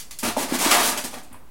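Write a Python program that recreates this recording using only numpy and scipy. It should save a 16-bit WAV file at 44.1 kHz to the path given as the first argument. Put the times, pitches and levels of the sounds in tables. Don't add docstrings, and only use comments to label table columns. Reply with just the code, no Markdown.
import sys
import numpy as np
from scipy import signal
from scipy.fft import rfft, irfft, next_fast_len
from scipy.io import wavfile

SR = 44100
rng = np.random.default_rng(int(sys.argv[2]) if len(sys.argv) > 2 else 0)


def generate_wav(signal):
    frames = np.transpose(np.atleast_2d(signal))
    scaled = np.clip(frames, -1, 1) * 32767
    pcm = np.round(scaled).astype(np.int16)
    wavfile.write(sys.argv[1], SR, pcm)


N = 66150
RING = np.arange(SR // 2) / SR


def amp(db):
    return 10 ** (np.asarray(db) / 20)


def unit_energy(x):
    return x / np.sqrt(np.sum(x ** 2) + 1e-20)


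def along(curve, hz):
    freqs, values = np.transpose(curve)
    return np.interp(np.log(hz + 1), np.log(freqs + 1), values)


def coloured(x, eq):
    m = 2 * next_fast_len(len(x))
    gain = amp(along(eq, np.fft.rfftfreq(m, 1 / SR)))
    cepstrum = irfft(np.log(gain), m)
    cepstrum[1:m // 2] *= 2
    cepstrum[m // 2 + 1:] = 0
    return irfft(rfft(x, m) * np.exp(rfft(cepstrum)), m)[:len(x)]


def dying(x, t60s):
    hz, t, spectrum = signal.stft(x, SR, nperseg=256)
    decay = amp(-60 * t / along(t60s, hz)[:, None])
    return unit_energy(signal.istft(spectrum * decay, SR)[1][..., :x.shape[-1]])


def fade(t60):
    return np.exp(-np.log(1000) * RING / t60)


def partial(hz):
    return np.sin(2 * np.pi * (hz * RING + rng.random()))


def add(track, start_s, x):
    part = track[max(round(start_s * SR), 0):][:len(x)]
    part += x[:len(part)]


def shed_air(rms_db=-52):
    # (frequency [Hz], gain [dB])
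    air_eq = [(15, -27), (25, -10), (69, -11.5), (139, -19.5), (293, -22.5), (1180, -28), (1760, -35),
              (5280, -43), (15000, -41.5)]
    return amp(rms_db) * np.sqrt(N) * unit_energy(coloured(rng.standard_normal(N), air_eq))


def shed_tails(shape, predelay_s=0.0054):
    # (frequency [Hz], T60 [s])
    shed_t60 = [(100, 0.86), (400, 0.35), (2000, 0.56), (8000, 0.51), (15000, 0.36)]
    onset = np.clip(RING / predelay_s - 1, 0, 1)
    return dying(rng.standard_normal(shape) * onset, shed_t60)


def table_sway(t60=0.64, rise_s=0.008):
    # (time [s], level [dB])
    sways = [(0.235, -41), (0.652, -45.5), (0.791, -45), (1.315, -48.5)]
    # (frequency [Hz], gain [dB])
    modes = [(62, -3.5), (98, 2)]
    out = np.zeros(N)
    envelope = fade(t60) * (1 - np.exp(-RING / rise_s))
    for start, db in sways:
        swing = sum(amp(gain) * partial(hz) for hz, gain in modes)
        add(out, start, amp(db) * swing * envelope)
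    return out


def settling_tick(start_s=1.328, db=-43, ring_t60=0.29, snap_t60=0.044):
    # (frequency [Hz], gain [dB])
    tick_eq = [(6500, -27.5), (8200, -0.5), (9200, 2), (12000, -5.5), (15000, -13)]
    out = np.zeros(N)
    ring = rng.standard_normal(len(RING)) * (fade(ring_t60) + fade(snap_t60))
    add(out, start_s, amp(db) * coloured(ring, tick_eq))
    return out


def wall_thumps(rise_s=0.0012, reverb_db=-5):
    # (time [s], level [dB], pitch [Hz], T60 [s])
    thumps = [(0.231, -23, 235, 0.074), (0.366, -8, 900, 0.012), (0.370, -7.5, 608, 0.016),
              (0.379, -14.5, 846, 0.029), (0.373, -18.5, 270, 0.06), (0.522, -8.5, 280, 0.025),
              (0.546, -20.5, 254, 0.085), (0.662, -8, 306, 0.025), (0.712, -14.5, 1207, 0.093),
              (0.748, -12, 1150, 0.028), (1.046, -30, 243, 0.07), (1.130, -27, 814, 0.015),
              (1.176, -28.5, 742, 0.028), (1.310, -36, 239, 0.035), (1.344, -30.5, 995, 0.016)]
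    # (frequency [Hz], gain [dB])
    wall_eq = [(110, -10), (240, 2.5)]
    out = np.zeros(N)
    for start, db, hz, t60 in thumps:
        swing = np.sin(2 * np.pi * hz * RING) * fade(t60) * (1 - np.exp(-RING / rise_s))
        reverb = signal.fftconvolve(swing, shed_tails(len(RING)))[:len(RING)]
        add(out, start, amp(db) * (swing + amp(reverb_db) * reverb))
    return coloured(out, wall_eq)


def contact_points(count=24, crack_db=-5, crack_t60=0.0087, reverb_db=-6.5):
    # (frequency [Hz], T60 [s])
    sheet_t60 = [(250, 0.21), (1500, 0.2), (6000, 0.19), (15000, 0.14)]
    shape = (count, len(RING))
    dense = dying(rng.standard_normal(shape), sheet_t60)
    crack = amp(crack_db) * unit_energy(fade(crack_t60) * rng.standard_normal(shape))
    reverb = amp(reverb_db) * shed_tails(shape)
    return rfft(np.sqrt(count) * (dense + crack + reverb), SR)


def ring_sheets(points, force, bass_db, treble_db, count):
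    touched = points[rng.permutation(len(points))[:count]]
    shares = force * (rng.integers(count, size=len(force)) == np.arange(count)[:, None])
    ring = irfft(np.sum(rfft(shares, SR) * touched, axis=0), SR)[:len(RING)]
    return coloured(ring, [(286, bass_db), (900, 0), (2310, 0), (8500, treble_db)])


def oven_body(contacts, t60=0.21):
    # (frequency [Hz], gain [dB])
    panel_modes = [(248, 7), (312, -1), (599, 4), (710, 3), (824, -2), (885, -5), (940, -1), (1149, 2),
                   (1207, 0.5), (1232, -3.5), (1518, -4), (1668, -2), (1955, -1), (3110, -8)]
    # (frequency [Hz], gain [dB])
    steel_eq = [(40, -21), (125, -12), (180, 0), (250, 4.5), (340, 3.5), (470, 1), (750, 3.5), (1300, 0.5),
                (2500, -2), (5000, -4), (10500, -4.5), (15500, -12.5)]
    decay = fade(t60)
    modes = sum(amp(db) * np.cos(2 * np.pi * hz * RING) for hz, db in panel_modes)
    resonance = signal.fftconvolve(contacts, modes * 2 * decay / decay.sum())[:N]
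    return coloured(contacts + resonance, steel_eq)


def clinks(points, chatter_s=0.0073, sheet_db=28, wire_db=-17, wire_t60=0.26, wire_spread_db=2):
    # (time [s], relative level [dB], bass [dB], treble [dB])
    taps = [(0.000, -36.5, -12, 5), (0.109, -35.5, -5, 2), (0.188, -35.5, -7, 9.5), (0.974, -25.5, 2, 2.5),
            (1.112, -44, 3, 0), (1.233, -57.5, -18, 11.5)]
    # (frequency [Hz], gain [dB])
    wire_modes = [(385, -2), (2030, -1), (2480, -0.5), (3436, 2), (4686, 5), (5850, 0), (6090, 0),
                  (7165, -11), (9169, 1), (10123, -3), (10349, -2), (11647, 1)]
    # (frequency [Hz], gain [dB])
    tap_eq = [(500, -19), (1200, -7), (2500, 3.5), (6000, 4)]
    out = np.zeros(N)
    for start, db, bass_db, treble_db in taps:
        chatter = unit_energy(rng.standard_normal(len(RING)) * np.exp(-RING / chatter_s))
        wire = sum(amp(gain + wire_spread_db * rng.standard_normal()) * partial(hz)
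                   for hz, gain in wire_modes)
        add(out, start, amp(db + sheet_db) * ring_sheets(points, chatter, bass_db, treble_db, count=3))
        add(out, start, amp(db + wire_db) * wire * fade(wire_t60))
    return coloured(out, tap_eq)


def scrapes(points, slips_per_s=1600, spread_db=4, edge_s=0.0017, trim_db=1):
    # (time [s], length [s], relative level [dB], bass [dB], treble [dB])
    bouts = [(0.225, 0.069, -22, 0.5, -0.5), (0.366, 0.071, -25.5, 3, 2), (0.483, 0.079, -27.5, -0.5, -3.5),
             (0.529, 0.028, -22.5, 1, 0.5), (0.585, 0.043, -21.5, -2, 3.5), (0.626, 0.082, -17, -7, -2.5),
             (0.709, 0.0079, -5.5, -13, -3), (0.718, 0.036, -12, -11, -3.5), (0.763, 0.082, -19, -4, -1),
             (0.827, 0.076, -22, -2, 5), (0.909, 0.0204, -22.5, -3, -9), (0.962, 0.0278, -26.5, 2.5, -9),
             (1.038, 0.02, -28.5, 3.5, 5.5), (1.126, 0.0205, -31.5, 5, -3), (1.161, 0.028, -39, 2, -2.5),
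             (1.312, 0.044, -44, 1.5, -22)]
    out = np.zeros(N)
    for start, length, db, bass_db, treble_db in bouts:
        slips = (rng.random(len(RING)) < slips_per_s / SR) * rng.choice([-1, 1], len(RING))
        strength = amp(spread_db * np.clip(rng.standard_normal(len(RING)), -2, 2))
        stroke = np.clip(np.minimum(RING, length - RING) / edge_s, 0, 1)
        force = unit_energy(slips * strength * stroke) * np.sqrt(length * SR)
        add(out, start, amp(db + trim_db) * ring_sheets(points, force, bass_db, treble_db, count=4))
    return out


def scene():
    points = contact_points()
    steel = oven_body(scrapes(points) + clinks(points))
    mono = steel + settling_tick() + wall_thumps() + table_sway() + shed_air()
    return np.array([mono, mono])


def record(dry, top_hz=16050, dc_offset=0.0107):
    m = next_fast_len(N + SR // 2)
    passband = np.fft.rfftfreq(m, 1 / SR) < top_hz
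    return irfft(rfft(dry, m) * passband, m)[:, :N] + dc_offset


dry = scene()
out = record(dry)
generate_wav(out)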